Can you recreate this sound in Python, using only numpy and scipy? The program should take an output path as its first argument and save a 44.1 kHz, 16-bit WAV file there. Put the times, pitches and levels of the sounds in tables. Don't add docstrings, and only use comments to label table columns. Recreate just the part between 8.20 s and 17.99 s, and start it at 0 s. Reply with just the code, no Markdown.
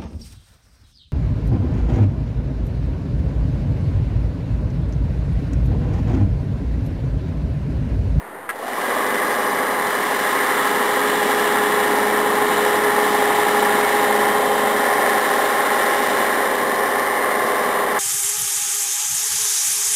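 import sys
import numpy as np
from scipy import signal
from scipy.fft import rfft, irfft
from scipy.io import wavfile
from scipy.ndimage import uniform_filter1d

SR = 44100
rng = np.random.default_rng(int(sys.argv[2]) if len(sys.argv) > 2 else 0)


def nominal_scale(level):
    x = np.asarray(level, float) / 20
    return 10 ** x


def dump(signal):
    limited = np.clip(np.atleast_2d(signal).T, -1, 1)
    pcm = np.round(limited * 32767).astype(np.int16)
    wavfile.write(sys.argv[1], SR, pcm)


N = 431738
TIME = np.arange(N) / SR
HZ = np.fft.rfftfreq(N, 1 / SR)
CAMERA_HZ = 11026
BEAM_DB = 45


def curves(table):
    s, *columns = np.transpose(table)
    return [np.interp(TIME, s, column) for column in columns]


def unit(x):
    return x / np.sqrt(np.mean(x ** 2))


def filtered_noise(gain):
    return unit(irfft(rfft(rng.standard_normal(N)) * gain, N))


def colour(points):
    hz, db = np.transpose(points)
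    return nominal_scale(np.interp(np.log(HZ + 1), np.log(hz), db)) * (HZ < CAMERA_HZ / 2)


def walk(rate):
    k = int(SR / rate)
    held = np.repeat(rng.standard_normal(N // k + 1), k)
    return unit(uniform_filter1d(uniform_filter1d(held, k), k)[:N])


def reach_db(height_m, side_m, fall_db):
    # time_s, height_m, side_m
    camera_path = [
        (0.8, 0.75, -0.75),
        (2.0, 0.5, -0.75),
        (2.8, 0.25, -0.36),
        (4.0, 0.23, -0.09),
        (5.2, 0.33, 0.18),
        (6.2, 0.7, 0.28),
        (7.2, 0.94, 0.27),
        (8.3, 1.16, 0.1),
        (9.79, 1.24, 0.05),
    ]
    away_m = .5
    up_m, across_m = curves(camera_path)
    return -fall_db / 2 * np.log10((up_m - height_m) ** 2 + (across_m - side_m) ** 2 + away_m ** 2)


def shop():
    # freq_hz, level_db (per Hz)
    hum = [(15, -48), (25, -18), (33, -29), (145, -14.5), (178, -12), (401, -1), (722, -3.5), (845, -0.5),
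           (1520, -7.5), (1860, -4.5), (2500, -21), (3270, -23), (5500, -35), (7150, -68), (12100, -120)]
    return nominal_scale(-35.5 + 2.2 * walk(1.4)) * filtered_noise(colour(hum))


def reflections(x, echo_db, longest_s):
    stations = [
        1.6,
        4.1,
        6.3,
        8.3,
    ]
    spectrum, out = rfft(x), 0
    for k in range(len(stations)):
        lag_s, sign = rng.uniform(0.001066, longest_s, 6), rng.choice([-1, 1], 6)
        echoes = sum(g * np.exp(-2j * np.pi * HZ * s) for s, g in zip(lag_s, sign))
        nearness = np.interp(TIME, stations, np.eye(len(stations))[k])
        out = out + np.sqrt(nearness) * irfft(spectrum * (1 + nominal_scale(echo_db) * echoes), N)
    return out * np.std(x) / np.std(out)


def switches():
    # start_s, peak_db
    clicks = [
        (.2906, -12.5),
        (.2945, -14),
        (.3006, -14),
        (.3074, -17),
    ]
    # freq_hz, level_db, t60_s
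    box_modes = [(1100, 0, 0.0099), (1330, -4.5, 0.073), (1660, -5, 0.11), (1940, -10, 0.13),
                 (2070, -9.5, 5.0), (2643, -20, 0.073), (3418, -26, 0.033), (4040, -38, 0.099)]
    # start_s, peak_db, freq_hz
    slaps = [
        (.533, -16, 1950),
        (.580, -14, 1075),
    ]
    t, out = TIME[:SR // 4], np.zeros(N)
    shop_band = signal.butter(2, [400, 2600], "band", fs=SR)
    for s, db in clicks:
        ring = 0
        for hz, level_db, t60 in box_modes:
            decay = nominal_scale(level_db - 60 * t / min(t60, .035))
            ring = ring + decay * np.sin(2 * np.pi * (hz * t + rng.random()))
        tail = nominal_scale(-18 - 60 * t / .15) * signal.lfilter(*shop_band, rng.standard_normal(len(t)))
        crack = nominal_scale(-17 - 60 * t / .025) * rng.standard_normal(len(t))
        blow = ring / np.abs(ring).max() + tail + crack
        start = int(s * SR)
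        out[start:start + len(t)] += nominal_scale(db) * blow * np.clip(t / 0.00062, 0, 1)
    for s, db, hz in slaps:
        start = int(s * SR)
        slap = nominal_scale(db - 60 * t / .04) * np.sin(2 * np.pi * hz * t)
        out[start:start + len(t)] += slap * np.clip(t / .001, 0, 1)
    return out


def tones(table, turns, waver_db, spread):
    out = 0
    for k, db, height_m, side_m in table:
        phase = rng.standard_normal() * (spread if k % 2 == 0 else 1) + .03 * walk(.5)
        level_db = db + reach_db(height_m, side_m, BEAM_DB) + waver_db * walk(1.51)
        out = out + nominal_scale(level_db) * np.cos(2 * np.pi * (k * turns + phase))
    return np.sqrt(2) * out


def motor(speed):
    # shaft_multiple, level_db (at 1 m), height_m, side_m
    shaft = [(1, -74, 0.6, -0.1), (2, -66, 0.6, -0.1), (3, -72, 0.7, -0.2), (7, -36, 0.5, 0.0),
             (13, -47, 0.8, 0.6), (14, -41, 0.0, -0.1), (17, -61, 0.0, 0.2), (19, -55, 0.5, -0.3),
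             (21, -53, 0.5, -0.3), (23, -58, 0.5, -0.1), (32, -55, 0.3, -0.2), (33, -47, 1.2, -0.3),
             (34, -50, 0.9, -0.2), (35, -52, 1.0, -0.2), (39, -51, -0.1, 0.6)]
    # freq_hz (at full speed), level_db (at 1 m), height_m, side_m
    idler = [(213.3, -49, 0.5, 0.0), (269.2, -59.0, 0.4, -0.1), (272.4, -50.0, 0.6, -0.1),
             (294.1, -57.0, 0.5, -0.2), (332.4, -56.0, 0.7, -0.1), (356.0, -61.0, 0.3, -0.2),
             (703.2, -56.0, 0.7, 0.0), (719.3, -55.0, 0.8, 0.1), (803.5, -44.0, 0.1, 0.6),
             (852.9, -49.0, 1.0, -0.1), (1837.1, -57.0, 0.8, -0.1)]
    shaft_hz = 59.645
    run_s = np.cumsum(speed) / SR
    out = tones(shaft, shaft_hz * run_s, waver_db=1.0, spread=1)
    out = out + tones(idler, run_s, waver_db=2.0, spread=1)
    buzz_s, half_s, buzz_hz, width_hz, buzz_db = .5, .055, 725, 160, -32
    buzz = filtered_noise(1 / (1 + (2 * (HZ - buzz_hz) / width_hz) ** 4))
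    swell = np.exp(-.5 * ((TIME - buzz_s) / half_s) ** 2)
    return out * speed ** 6 + nominal_scale(buzz_db) * swell * buzz


def flaps(turns):
    flap_turn = .465
    height_m, side_m = .5, .4
    peak_db, scatter_db = -22, 1.5
    hz, t60_s = 950, .018
    loop = np.floor(turns - flap_turn).astype(int)
    blows = np.diff(loop, prepend=loop[0]) * nominal_scale(scatter_db * rng.standard_normal(256))[loop]
    t = TIME[:SR // 10]
    ring = -nominal_scale(-60 * t / t60_s) * np.sin(2 * np.pi * hz * t) * np.clip(t / .0005, 0, 1)
    return nominal_scale(peak_db + reach_db(height_m, side_m, BEAM_DB)) * signal.fftconvolve(blows, ring)[:N]


def surface(turns, memory, repeat, grain_db, lumps):
    size, loops = 4096, int(turns[-1]) + 2
    memory, repeat = np.clip(memory, 0, .99), np.clip(repeat, 0, 1)
    fresh = rng.standard_normal((loops + 64, size + lumps))
    worn = signal.lfilter([np.sqrt(1 - memory ** 2)], [1, -memory], fresh, axis=0)[64:]
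    row, place = turns.astype(int), turns % 1
    coarse = nominal_scale(grain_db * worn[row, size + (place * lumps).astype(int)])
    grit = worn[row, (place * size).astype(int)]
    return coarse * (np.sqrt(repeat) * grit + np.sqrt(1 - repeat) * rng.standard_normal(N))


def belt(speed):
    # freq_hz, level_db (per Hz)
    machine = [(15, -70), (25, -43), (145, -19.5), (213, -11), (328, -8), (410, -3), (449, -8), (722, -7),
               (808, -6.5), (904, -14.5), (1490, -14.5), (1820, -12.5), (2550, -26.5), (3060, -26.5),
               (5500, -27.5), (7150, -64), (12100, -120)]
    # freq_hz, width_hz, boost_db
    rings = [(249, 30, 5.5), (277, 14, -2), (385, 49, -2), (420, 10, -3.5), (1255, 43, 5.5),
             (1516, 110, -5.5), (514, 40, 3.5), (827, 45, 8.5), (1080, 70, 3), (1630, 23, 3), (1740, 84, 0),
             (2003, 145, 2.5), (2976, 77, 3.5), (3130, 19, 5), (3600, 230, 2), (2490, 130, -4),
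             (4400, 330, -4)]
    part_edges = [200, 430, 760, 900, 1250, 2400, 4300]
    # height_m, side_m, level_db (at 1 m),
    # swell_db (as the joint passes), speed_db (per tenfold speed)
    machine_parts = [(0.45, -0.0041, -47.5, 0.5, 52), (0.53, -0.032, -33.5, 2, 22),
                     (0.77, -0.03, -30.5, 1.1, 19), (0.38, 0.039, -33, 1, 15), (0.58, -0.3, -29, 2, 29),
                     (0.69, -0.15, -27, -0.4, 27), (0.52, -0.051, -37.5, -0.1, 24),
                     (0.66, -0.12, -45, -1, 22)]
    # loop_multiple, level_db (at 1 m), height_m, side_m
    knocks = [(31, -47, 0.9, 0.0), (32, -47, 0.9, -0.1), (33, -46, 1.2, 0.0), (40, -42, 1.0, -0.2),
              (41, -46, 0.6, -0.2), (44, -46, 1.1, 0.0), (46, -48, 1.0, 0.5), (50, -48, 0.9, -0.1),
              (52, -50, 0.7, 0.1), (58, -48, 1.1, -0.2), (63, -50, 0.9, -0.1), (64, -45, 0.8, 0.4),
              (66, -39, 0.6, 0.3), (68, -49, 0.3, 0.0), (70, -48, 0.9, -0.3), (77, -45, 0.5, -0.1),
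              (81, -47, 0.6, -0.2), (82, -46, 1.0, -0.2), (83, -47, 0.8, -0.1), (85, -42, 0.8, -0.1),
              (86, -42, 0.9, -0.1), (87, -45, 0.9, -0.2), (89, -50, 0.9, -0.1), (92, -43, 1.1, -0.4),
              (94, -48, 0.9, -0.3), (142, -46, 0.9, -0.2), (145, -49, 0.7, 0.1), (152, -49, 1.1, -0.2),
              (168, -50, 1.2, -0.3), (253, -57, 0.7, 0.3)]
    belt_hz, seam_turn = 12.430, .02
    room_db = -2.5

    late_s = np.cumsum((1 - speed)[::-1])[::-1] / SR
    turns = belt_hz * (TIME + late_s) + .0005 * walk(1.5)
    joint = np.cos(4 * np.pi * (turns - seam_turn))

    boost_db = sum(db / (1 + (2 * (HZ - hz) / width) ** 2) for hz, width, db in rings)
    body = colour(machine) * nominal_scale(boost_db)
    rough = rfft(surface(turns, memory=.97, repeat=.5, grain_db=2.0, lumps=60)) * body
    fine = rfft(surface(turns, memory=.93, repeat=.42, grain_db=1.9, lumps=200)) * body

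    below = [0] + [1 / (1 + (HZ / edge) ** 40) for edge in part_edges] + [1]
    heard = []
    for k, (height_m, side_m, db, swell_db, speed_db) in enumerate(machine_parts):
        band = (rough if k < 5 else fine) * (below[k + 1] - below[k])
        level_db = db + reach_db(height_m, side_m, 15.2) + swell_db * joint + speed_db * np.log10(speed)
        heard.append(nominal_scale(level_db + .5 * walk(6)) * unit(irfft(band, N)))

    room = np.sqrt(1 + (nominal_scale(room_db) / nominal_scale(reach_db(0.42, 0, 21))) ** 2)
    out = sum(heard[:5]) + reflections(room * sum(heard[5:]), echo_db=-17, longest_s=.012)
    out += speed ** 4 * tones(knocks, turns - seam_turn - .5, waver_db=1.2, spread=.1)
    out += speed ** 4 * flaps(turns)
    return out * np.clip((TIME - .3) / 0.022, 0, 1)


def scene():
    # time_s, speed (share of full speed)
    run_up = [(.3, .08), (.45, .4), (.59, .7), (.63, .85), (.67, .94), (.72, .975), (.78, 1), (9.79, 1)]
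    speed = curves(run_up)[0]
    return (shop() + switches() + motor(speed) + belt(speed))[None]


def band_limit(x):
    return signal.sosfilt(signal.butter(12, 15800, fs=SR, output="sos"), x)


def record(dry):
    seconds, top_hz = 10, 15735
    square = dry[0] ** 2
    lopsided = dry[0] - .2 * (square - uniform_filter1d(square, size=512))
    slow = signal.resample(np.pad(lopsided, (0, seconds * SR - N)), seconds * CAMERA_HZ)
    held = rfft(np.roll(np.repeat(slow, 4), 2))[:seconds * top_hz]
    mix = irfft(held, seconds * SR)[None, :N] + 0.0016
    return band_limit(mix)


dry = scene()
out = record(dry)
dump(out)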